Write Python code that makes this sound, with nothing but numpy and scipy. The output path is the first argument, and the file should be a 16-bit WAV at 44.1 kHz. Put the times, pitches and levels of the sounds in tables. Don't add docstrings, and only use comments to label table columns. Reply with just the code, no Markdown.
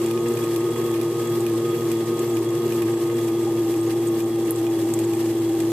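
import sys
import numpy as np
from scipy import signal
from scipy.fft import rfft, irfft, next_fast_len
from scipy.io import wavfile

SR = 44100
rng = np.random.default_rng(int(sys.argv[2]) if len(sys.argv) > 2 else 0)


def store_wav(level_fs):
    pcm = np.round(np.clip(np.atleast_2d(level_fs), -1, 1) * 32767)
    wavfile.write(sys.argv[1], SR, pcm.T.astype(np.int16))


N = 252235
T = np.arange(N) / SR
FFT_SIZE = next_fast_len(N, True)
FREQS = np.maximum(np.fft.rfftfreq(FFT_SIZE, 1 / SR), 1)

# t/s, share/0-1
THICKNESS = [(0, 0.08), (3.1, 0.34), (3.5, 0.75), (4.4, 0.68), (4.9, 1), (5.7, 1)]
# f/Hz, width/Hz, level/dB
STONE_MODES = [(1775, 450, 3.5), (2002, 500, 1.6), (2507, 60, 1.6), (2723, 310, 3.8)]
# f/Hz, width/Hz, level/dB
STEEL_MODES = [(6650, 510, -3.5), (7600, 470, -0.5), (7780, 410, 3), (8150, 390, 0.5)]


def undb(db):
    return 10 ** (np.asarray(db) / 20)


def unit(x):
    return x / np.sqrt(np.mean(x ** 2))


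def over_time(points):
    return np.interp(T, *np.transpose(points))


def over_hz(points):
    hz, value = np.transpose(points)
    return np.interp(np.log(FREQS), np.log(hz), value)


def filtered(x, response):
    return irfft(rfft(x, FFT_SIZE) * response, FFT_SIZE)[..., :N]


def colour(x, points):
    return filtered(x, undb(over_hz(points)))


def resonate(x, modes):
    response = sum(undb(db) / (1 + 1j * hz / width * (FREQS / hz - hz / FREQS)) ** 2
                   for hz, width, db in modes)
    return filtered(x, response)


def walk(rate_hz):
    return unit(filtered(rng.standard_normal(N), 1 / (1 + (FREQS / rate_hz) ** 4)))


def stereo_noise():
    # f/Hz, correlation
    likeness = [(30, 0.96), (100, 1), (300, 0.96), (640, 0.92), (1400, 0.79), (3000, 0.5), (5000, -0.21),
                (8000, -0.34), (14000, 0.15)]
    alike = over_hz(likeness).clip(-.999, .999)
    mid, side = filtered(rng.standard_normal((2, N)), np.sqrt([(1 + alike) / 2, (1 - alike) / 2]))
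    return np.array([mid + side, mid - side])


def phase_rad(hz):
    return 2 * np.pi * (np.cumsum(hz) / SR + rng.random())


def strikes(times_s, sizes):
    return np.bincount(np.clip(times_s * SR, 0, N - 1).astype(int), sizes, N)[None]


def scatter(count, spread_db):
    when, size = rng.random((count, 2)).T
    return strikes(when * N / SR, undb(-spread_db * np.log(size + 0.0035)))


def burst(train, t60_s):
    t = T[:SR // 8]
    spray = rng.standard_normal((2, len(t))) * np.exp(-np.log(1000) * t / t60_s)
    return signal.fftconvolve(train, spray, axes=1)[:, :N]


def ring(train, modes):
    t = T[:SR // 8]
    tone = sum(undb(db) * np.sin(2 * np.pi * hz * t) * np.exp(-np.log(1000) * t / t60_s)
               for hz, db, t60_s in modes)
    return signal.fftconvolve(train, tone[None], axes=1)[:, :N]


def swing(lag_s=0, turn_s=0.468, first_light_s=0.3084):
    depth = 1 - 0.9 * over_time(THICKNESS)
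    return depth * np.cos(2 * np.pi * (T - first_light_s - lag_s) / turn_s)


def loaded(thin, thickening, per_turn, lag_s=0):
    return thin + thickening * over_time(THICKNESS) + per_turn * swing(lag_s)


def crumbs(bite_lag_s, grit_db=-52, tick_db=-53, crunch_db=-49, bite_db=2):
    # f/Hz, level/dB
    grit_eq = [(500, -21), (2000, 23), (4000, 8.5), (6500, 27), (8000, 26), (9500, 20.5), (13500, 14)]
    grit = colour(burst(scatter(count=800, spread_db=1.5), t60_s=0.012), grit_eq)
    ticks = sum(resonate(burst(scatter(count=45, spread_db=3), t60_s=0.027), [mode])
                for mode in STEEL_MODES)
    crunch = resonate(burst(scatter(count=260, spread_db=3), t60_s=0.024), STONE_MODES)
    grit_gain = undb(grit_db + bite_db * swing(bite_lag_s))
    crunch_gain = undb(loaded(crunch_db, -8, bite_db, bite_lag_s))
    return grit_gain * unit(grit) + undb(tick_db) * unit(ticks) + crunch_gain * unit(crunch)


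def cracks(crack_db=-3, tail_db=-13, knock_db=21, holder_db=6, steel_db=13):
    # t/s, crack/dB, knock/dB, steel/dB
    seeds = [(0.061, -30, -45, -32), (0.1115, -26, -42, -44), (0.1755, -37, -41, -53),
             (0.2848, -31, -55, -31), (0.372, -35, -41, -37), (0.4392, -35, -43.5, -42),
             (0.5611, -20, -46, -37.5), (0.941, -37, -43, -45), (1.0136, -22, -44, -47),
             (1.273, -33, -51, -32.5), (1.4047, -30, -51, -32), (1.465, -23, -40, -45),
             (1.916, -22, -41, -32), (2.192, -28, -47.5, -30), (2.369, -26.5, -41, -49),
             (2.7226, -27, -40, -39), (2.821, -24, -46, -38), (3.282, -29, -45, -50),
             (3.7404, -36, -45, -45), (4.0868, -31, -58, -38), (4.2041, -24.5, -43.5, -38),
             (4.559, -33, -57, -33), (4.6672, -33, -42.5, -44), (4.9379, -20.5, -54, -22.5),
             (4.99, -24, -45, -29), (5.1352, -27, -43, -36), (5.603, -25, -45.5, -32.5)]
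    # f/Hz, level/dB
    crack_eq = [(500, -22), (2000, -11), (4000, 1.5), (7000, -6), (10000, 4), (11500, 8), (14000, 9)]
    # f/Hz, width/Hz, level/dB
    clack_modes = [(2750, 1700, -0.5), (1750, 600, -5), (5000, 2000, -10)]
    # f/Hz, level/dB, t60/s
    holder_modes = [(2474, -2, 0.064), (5510, -7, .025)]
    times_s, *levels_db = np.transpose(seeds)
    breaks, knocks, steel_hits = (strikes(times_s, undb(db)) for db in levels_db)
    spray = burst(breaks, t60_s=0.0064) + undb(tail_db) * burst(breaks, t60_s=0.077)
    clack = undb(knock_db) * resonate(burst(knocks, t60_s=0.022), clack_modes)
    holder = undb(holder_db) * ring(knocks, holder_modes)
    steel = undb(steel_db) * resonate(burst(steel_hits, t60_s=0.028), STEEL_MODES)
    return undb(crack_db) * colour(spray, crack_eq) + clack + holder + steel


def snaps(gain_db=-5):
    # t/s, relative level/dB
    flakes = [(4.508, -1), (4.518, -13), (4.938, -23)]
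    # f/Hz, level/dB
    snap_eq = [(1000, -29), (6000, -28), (8500, -10), (12500, -2), (14000, -1)]
    times_s, db = np.transpose(flakes)
    return undb(gain_db) * colour(burst(strikes(times_s, undb(db)), t60_s=0.01), snap_eq)


def squeeze(judder_hz, bite_lag_s, scrape_db=-5.5, sing_db=-7, paste_db=4.5, bite_db=0.76):
    # t/s, level/dB
    squelch_db = [(0, -43), (1.2, -44), (3.3, -44.5), (4.5, -45.3), (5.4, -44)]
    # f/Hz, width/Hz, level/dB
    sing_mode = [(3338, 93, 0)]
    # f/Hz, level/dB
    paste_eq = [(30, -3.5), (80, 7.5), (300, 6.5), (1000, 2), (1450, -2), (3600, 1.5), (5200, 0.7),
                (7000, -0.5), (8000, 3.5), (9000, 0.5), (11000, -2), (13500, -3.5)]
    # f/Hz, level/dB
    hiss_eq = [(3000, -26), (8000, -11), (11000, -0.5), (13000, 6.5)]
    throb = 1 + 0.034 * np.sin(phase_rad(judder_hz / 3))
    pressure = undb(1.3 * walk(19) + walk(130)) * throb
    scrape = undb(scrape_db) * unit(resonate(stereo_noise() * pressure, STONE_MODES))
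    sing_gain = undb(loaded(sing_db, -1.5, 1.5) + 1.84 * walk(17))
    sing = sing_gain * unit(resonate(stereo_noise(), sing_mode))
    paste = undb(paste_db) * unit(colour(stereo_noise() * pressure, paste_eq))
    hiss = unit(colour(stereo_noise() * pressure, hiss_eq))
    squelch_gain = undb(over_time(squelch_db) + bite_db * swing(bite_lag_s))
    hiss_gain = undb(loaded(-42, -2, 4.5, bite_lag_s))
    return squelch_gain * (scrape + sing + paste) + hiss_gain * hiss


def rollers(wall_db=-41.5, thin_db=-45, thick_db=-52):
    # f/Hz, width/Hz, level/dB
    housing_modes = [(140.8, 32, -8.5), (238.5, 18, -10), (377.3, 49.6, -1.5), (475.3, 29.5, -8)]
    # f/Hz, width/Hz, level/dB
    wall_modes = [(558, 326, -1), (663, 20, -8), (870, 148, -3.5)]
    thin_modes, thick_modes = [(1100, 64, 2.5), (1276, 63, -5)], [(794, 47, 0)]
    # t/s, rise/dB, length/s
    rubs = [(3.472, 10, 0.033), (4.03, 11, 0.013)]
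    thickness = over_time(THICKNESS)
    rub_db = sum(db * np.exp(-((T - at_s) / length_s) ** 2) for at_s, db, length_s in rubs)
    housing = undb(loaded(-31, -3, 2.6)) * unit(resonate(stereo_noise(), housing_modes))
    wall = undb(wall_db) * unit(resonate(stereo_noise(), wall_modes))
    wall += undb(thin_db - 6 * thickness) * unit(resonate(stereo_noise(), thin_modes))
    wall += undb(thick_db + 8 * thickness + rub_db) * unit(resonate(stereo_noise(), thick_modes))
    return housing + wall


def motor(rough_db=1.88, whine_swing_db=2.5, hum_db=-44, mains_hz=60):
    # multiple of turning rate, level/dB
    orders = [(2, -33), (4, -10.5), (6, -3), (10, -13), (12, 0.5), (15, -32.5), (18, -22)]
    # t/s, level/dB
    whine_db = [(0, -42.5), (2.8, -45.5), (4.3, -49.5), (4.8, -55.5), (5.7, -55.5)]
    speed = 1 + 0.0029 * walk(30.4)
    shaft_hz = loaded(38.75, -1.3, 0.34) * speed
    whine_hz = loaded(1241.2, -19, 7.7) * speed
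    shaft_rad = phase_rad(shaft_hz) + 0.034 * walk(11)
    drone = sum(undb(db + rough_db * walk(14)) * np.sin(k * shaft_rad + 2 * np.pi * rng.random())
                for k, db in orders)
    drone *= undb(loaded(-34.5, -9.5, 1.6))
    whine_gain = undb(over_time(whine_db) + whine_swing_db * swing() + 2.35 * walk(14.6))
    whine = whine_gain * np.sin(phase_rad(whine_hz))
    hum = undb(hum_db + 1.4 * walk(8)) * np.sin(2 * np.pi * 4 * mains_hz * T)
    return np.sqrt(2) * (drone + whine + hum)


def dips(count, max_depth=0.76, length_s=0.013):
    # t/s, depth/0-1, length/s
    timed = [(0.363, 1, 0.01), (0.742, 0.8, 0.016), (1.138, 0.9, 0.014), (1.789, 0.8, 0.014),
             (2.052, 1, 0.015), (2.178, 1, 0.013), (2.443, 0.8, 0.018), (2.994, 0.71, 0.012),
             (4.323, 0.3, 0.023), (4.551, 0.54, 0.042), (4.945, 0.7, 0.014), (5.158, 0.6, 0.013),
             (5.344, 0.6, 0.016)]
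    when, size = rng.random((count, 2)).T
    times_s = (1 - np.sqrt(when)) * N / SR
    chance = [(at_s, depth, length_s) for at_s, depth in zip(times_s, max_depth * size)]
    gains = [1 - depth * np.exp(-2 * ((T - at_s) / span_s) ** 2)
             for at_s, depth, span_s in timed + chance]
    return np.prod(gains, axis=0)


def judder(hz, gain_db=-23, body_hz=335, body_width_hz=30, flutter_hz=30, rough_db=1.8):
    # harmonic number, level/dB
    partials = [(1, -13), (2, -23), (3, 1.5), (7, -31.5)]
    shake_rad = phase_rad(hz / 3) + 0.16 * walk(14.8)
    dip_gain = dips(count=14)
    flutter = np.sin(phase_rad(flutter_hz + 2.3 * walk(4.6)))
    wobble = 1 + 0.096 * flutter + 0.082 * walk(96)
    resonance = 1 / np.hypot(1, 2 * (hz - body_hz) / body_width_hz)
    hum = 0
    for k, db in partials:
        gain = resonance * dip_gain * wobble if k == 3 else undb(rough_db * walk(15))
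        hum += undb(db) * gain * np.sin(k * shake_rad)
    return np.sqrt(2) * undb(gain_db) * hum


def scene(judder_pan_db=0.62, motor_pan_db=-0.2, paste_pan_db=-0.5, wander_hz=1.6):
    sides = np.array([[.5], [-.5]])
    bite_lag_s = 0.085
    judder_hz = loaded(346.85, -12, 3.68) + wander_hz * walk(7.7)
    drive = judder(judder_hz) * undb(judder_pan_db * sides)
    drone = motor()
    late_left = np.pad(drone, (1, 0), mode="edge")[:N]
    drone = np.array([late_left, drone]) * undb(motor_pan_db * sides)
    grinding = squeeze(judder_hz, bite_lag_s) + crumbs(bite_lag_s) + cracks() + snaps()
    return drive + drone + rollers() + grinding * undb(paste_pan_db * sides)


def record(dry):
    return signal.sosfilt(signal.ellip(14, .1, 60, 14180, fs=SR, output="sos"), dry)


dry = scene()
out = record(dry)
store_wav(out)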